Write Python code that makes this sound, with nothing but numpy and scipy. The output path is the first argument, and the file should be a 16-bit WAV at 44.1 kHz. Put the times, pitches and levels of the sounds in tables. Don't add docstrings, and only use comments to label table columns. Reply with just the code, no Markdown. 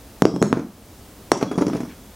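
import sys
import numpy as np
from scipy import signal
from scipy.fft import rfft, irfft
from scipy.io import wavfile

SR = 44100
rng = np.random.default_rng(int(sys.argv[2]) if len(sys.argv) > 2 else 0)


def put_to_file(sound):
    columns = np.atleast_2d(sound).T
    safe = np.clip(columns, -1, 1)
    whole_steps = np.round(safe * 32767)
    wavfile.write(sys.argv[1], SR, whole_steps.astype(np.int16))


N = 94815

THUMP_DB, THUMP_T60_S, THUMP_RISE_S, THUMP_LOW_CUT_HZ = 2.5, 0.03, 0.00086, 119
CLACK_DB, CHATTER_GAIN = 14, 0.19
TICK_DB, GRIT_T60_S, GRIT_GAIN = 2.5, 0.01, 0.28
# board mode in Hz, level in dB relative to the thump, T60 in seconds.
BOARD_MODES = [(139, -34, 0.13), (202, -24.5, .13), (275.5, -24, .12), (404.3, -21, 0.072),
               (534, -25.5, 0.02), (635, -24.5, 0.1)]
# frequency in Hz, relative level in dB.
CLACK_SPECTRUM = [(60, -26.5), (200, 2), (450, 12.5), (650, 5), (950, 2.5), (1300, 2), (1750, -8),
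                  (2450, -10), (3100, -16.5), (3600, -18.5), (7000, -34), (16000, -74)]
TICK_SPECTRUM = [(300, -74), (2000, -19), (3200, -18), (4300, -3.5), (5600, 6), (7000, 1.5), (8100, -5),
                 (9300, -3.5), (10800, -6), (13000, -20.5), (16000, -36)]
# start in seconds, thump gain in dB, thump pitch in Hz, clack gain in dB, tick gain in dB,
# chatter decay in seconds (short on a tip, long when the iron lands flat).
BLOWS = [(.2214, 6, 230, 1.5, -2.5, 0.00023), (0.2533, 8, 327, 4.5, 0, 0.00088),
         (0.2668, -7, 305, -12, -29, 0.0015), (0.3395, -2, 231, -32, -36, 0.0033),
         (0.362, -6.5, 290, -8.5, -16, 0.0021), (.4170, 4, 219, -5, -6.5, 0.0018),
         (.4260, 3, 356, -1, 2, 0.00044), (0.5279, 0.5, 250, 0, -11.5, 0.00088),
         (0.5714, -3, 313, -15, -22.5, 0.009), (0.594, -14, 276, -16, -26, 0.0059),
         (0.607, -17.5, 235, -26, -36, 0.0051), (1.3180, 2, 326, 8, 5, 0.0012),
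         (1.3726, -12, 306, -22, -7, 0.015), (1.4115, -34, 413, -4, -11, 0.022),
         (1.4272, 1, 269, -2.5, -7.5, 0.001), (1.4317, -38, 380, -6, -11.5, 0.0052),
         (1.5137, -10, 293, -7, -15, 0.015), (1.556, -12, 275, -19, -19.5, 0.011),
         (1.5780, -0.5, 245, -15, -12, 0.0085), (1.584, -7.5, 346, -5.5, -13.5, 0.012),
         (1.6111, -2, 310, -11, -11, 0.017), (1.6215, -3.5, 313, -6, -26, 0.0062),
         (1.667, -6.5, 259, -10.5, -11, 0.0033), (1.6812, -8, 324, -16.5, -14, .008),
         (1.699, -15.5, 328, -17, -24, 0.002), (1.7102, -19, 248, -28, -41, 0.0047),
         (1.7332, -8.5, 277, -17, -19.5, 0.0055), (1.7499, -6.5, 287, -40, -20.5, 0.0047),
         (1.7560, -11.5, 443, -20, -24, 0.011), (1.767, -29, 290, -41, -20, 0.0031),
         (1.8041, -11, 266, -19, -19.5, 0.012), (1.833, -16, 277, -26.5, -27.5, 0.0063),
         (1.8500, -35, 256, -27, -26, 0.017)]


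def knocks():
    out = np.zeros(N)
    clack_click, tick_click = click(CLACK_SPECTRUM), click(TICK_SPECTRUM)
    t = np.arange(SR // 5) / SR
    impulse = t == 0
    board = sum(amp(db - 60 * t / t60) * np.sin(2 * np.pi * hz * t) for hz, db, t60 in BOARD_MODES)
    onset = 1 - np.exp(-t / THUMP_RISE_S)
    low_cut = signal.butter(1, THUMP_LOW_CUT_HZ, "high", fs=SR)
    for start_s, thump_db, thump_hz, clack_db, tick_db, chatter_s in BLOWS:
        push = np.sin(2 * np.pi * thump_hz * t) * amp(-60 * t / THUMP_T60_S)
        thump = signal.lfilter(*low_cut, (push + board) * onset)
        grit, chatter = rng.standard_normal((2, len(t)))
        contact = unit(impulse + CHATTER_GAIN * chatter * np.exp(-t / chatter_s))
        gritty_hit = impulse + GRIT_GAIN * grit * amp(-60 * t / GRIT_T60_S)
        steel = unit(signal.fftconvolve(gritty_hit, tick_click))
        clack = unit(signal.fftconvolve(contact, clack_click))
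        tick = unit(signal.fftconvolve(contact, steel))
        add(out, start_s, amp(THUMP_DB + thump_db) * thump)
        add(out, start_s, -amp(CLACK_DB + clack_db) * clack)
        add(out, start_s, -amp(TICK_DB + tick_db) * tick)
    return out


def bar_ring(modes, rise_s, free_s, damped_t60_s=.07):
    t = np.arange(SR * 3 // 4) / SR
    onset = 1 - np.exp(-t / rise_s)
    damping = amp(-60 * np.maximum(t - free_s, 0) / damped_t60_s)
    partials = sum(amp(db - 60 * t / t60) * np.sin(2 * np.pi * (hz * t + rng.random()))
                   for hz, db, t60 in modes)
    return onset * damping * partials


# mode in Hz, relative level in dB, T60 in seconds.
FIRST_IRON_MODES = [(3273, -7.5, .45), (5330, -.5, 1.4), (7806, -8.5, .6), (10660, -14, .4)]
SECOND_IRON_MODES = [(4000, 10, .014), (4300, 12, .016), (4581, -10, .3), (5523, -5, .35), (5600, 16, .018),
                     (5690, -5, .35), (5830, -8, .3), (6140, -7, .35), (6885, -11, .17), (7990, -17, .5),
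                     (9330, 1, .04)]
# start in seconds, gain in dB, rise in seconds, free ringing in seconds.
FIRST_IRON_RINGS = [(.2535, -36, .004, .068), (.3350, -36, .008, .036), (.3870, -33.5, .016, .03),
                    (.4400, -40.5, .012, .088)]
SECOND_IRON_RINGS = [(1.317, -25, 0.00076, .08), (1.4272, -62, .001, .1), (1.592, -41, 0.0068, 0.023),
                     (1.6678, -60, 0.0012, .03)]


def irons():
    out = np.zeros(N)
    for modes, rings in (FIRST_IRON_MODES, FIRST_IRON_RINGS), (SECOND_IRON_MODES, SECOND_IRON_RINGS):
        for start_s, db, rise_s, free_s in rings:
            add(out, start_s, amp(db) * bar_ring(modes, rise_s, free_s))
    return out


# start in seconds, level in dB, rise in seconds, T60 in seconds.
STEEL_PINGS = [(1.474, -31.5, .011, .22), (1.5405, -33, .001, .1), (1.5405, -51, .004, 2.0)]


def pings(hz=3346):
    out = np.zeros(N)
    for start_s, db, rise_s, t60 in STEEL_PINGS:
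        add(out, start_s, amp(db) * bar_ring([(hz, 0, t60)], rise_s, free_s=t60))
    return out


# frequency in Hz, relative level in dB.
BRUSH_SPECTRUM = [(100, -8), (400, 12.5), (900, 2), (1650, 7), (2400, 4.5), (6000, -12), (15000, -20)]
# start in seconds, gain in dB, length in seconds.
BRUSH_STROKES = [(1.699, -42.5, 0.11), (1.859, -49.5, 0.099)]


def hands():
    out = np.zeros(N)
    for start_s, db, length_s in BRUSH_STROKES:
        grains = rng.laplace(size=int(length_s * SR))
        stroke = grains * np.hanning(len(grains)) ** .5
        add(out, start_s, amp(db) * signal.fftconvolve(stroke, click(BRUSH_SPECTRUM)))
    return out


# frequency in Hz, reverberation gain in dB.
ROOM_SPECTRUM = [(60, -39.5), (130, 21), (200, -4), (320, -9), (600, -7.5), (1200, -7), (2500, -10),
                 (4000, -5.5), (5800, -1.5), (8000, -9), (11000, -8), (16000, -25)]
# frequency in Hz, T60 in seconds.
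ROOM_DECAY = [(80, .45), (200, .33), (400, .31), (1200, .38), (3000, .35), (6000, .4), (12000, .25)]


def room_tail(delay_s=0.0017, build_s=0.0028, size=512):
    hz, t, bands = signal.stft(rng.standard_normal(SR * 3 // 4), SR, nperseg=size)
    bands *= amp(-60 * t / curve_at(ROOM_DECAY, hz)[:, None])
    band_energy = np.sum(abs(bands) ** 2, 1, keepdims=True)
    bands *= amp(curve_at(ROOM_SPECTRUM, hz))[:, None] / np.sqrt(band_energy)
    tail = signal.istft(bands, SR, nperseg=size)[1] * np.sqrt(3) / size
    elapsed_s = np.maximum(np.arange(len(tail)) / SR - delay_s, 0)
    return tail * (1 - np.exp(-elapsed_s / build_s))


def room(sound, tails=3, fades_per_s=7):
    out = np.zeros(N)
    turn = np.arange(N) / SR * fades_per_s
    for k in range(tails):
        triangle = np.maximum(1 - abs((turn + k) % tails - 1), 0)
        out += signal.fftconvolve(sound * np.sin(np.pi / 2 * triangle), room_tail())[:N]
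    return out


# frequency in Hz, relative spectral density in dB.
BACKGROUND_SPECTRUM = [(12, -61), (20, -10.5), (65, 0), (167, -9), (203, -3.5), (397, -11), (443, -11),
                       (482, -12), (539, -12), (1840, -24), (15800, -27.5)]
# frequency in Hz, left-right correlation from 0 to 1.
BACKGROUND_CORRELATION = [(50, 1), (1000, .99), (3000, 0.89), (6000, 0.81), (10000, 0.57), (15000, 0.54)]


def rumble_and_hiss(rms_db=-43.5):
    hz = np.fft.rfftfreq(N, 1 / SR)
    mid, side = rfft(rng.standard_normal((2, N))) * amp(curve_at(BACKGROUND_SPECTRUM, hz))
    correlation = curve_at(BACKGROUND_CORRELATION, hz)
    mid *= np.sqrt(1 + correlation)
    side *= np.sqrt(1 - correlation)
    stereo = irfft(np.array([mid + side, mid - side]), N)
    return amp(rms_db) * stereo / stereo.std()


def amp(db):
    return 10 ** (np.asarray(db) / 20)


def curve_at(points, hz):
    point_hz, values = np.transpose(points)
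    return np.interp(np.log(hz + 1), np.log(point_hz + 1), values)


def unit(sound):
    return sound / np.sqrt(np.sum(sound ** 2) + 1e-20)


def add(mix, start_s, sound):
    part = mix[round(start_s * SR):][:len(sound)]
    part += sound[:len(part)]


def click(spectrum, size=4096):
    hz = abs(np.fft.fftfreq(size, 1 / SR))
    log_gain = np.log(amp(curve_at(spectrum, hz)))
    response = np.exp(np.conj(signal.hilbert(log_gain)))
    return unit(np.fft.ifft(response).real[:size // 2])


def scene():
    blows = knocks()
    steel = irons() + pings()
    reflections = room(blows + amp(-13) * steel)
    return blows + steel + reflections + hands() + rumble_and_hiss()


def record(dry, threshold_db=-16, slope=0.48, fall_db_per_s=29.5, cutoff_hz=16000):
    power = signal.lfilter(np.ones(200) / 200, 1, (dry ** 2).mean(0))
    fall_db = np.arange(N) / SR * fall_db_per_s
    held_db = np.maximum.accumulate(10 * np.log10(power + 1e-12) + fall_db) - fall_db
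    over_db = np.maximum(held_db - threshold_db, 0)
    clipped = np.clip(dry * amp(-slope * over_db), -1, 1)
    low_pass = signal.firwin(511, cutoff_hz, window=("kaiser", 9), fs=SR)
    return signal.oaconvolve(clipped, low_pass[None], "same")


dry = scene()
out = record(dry)
put_to_file(out)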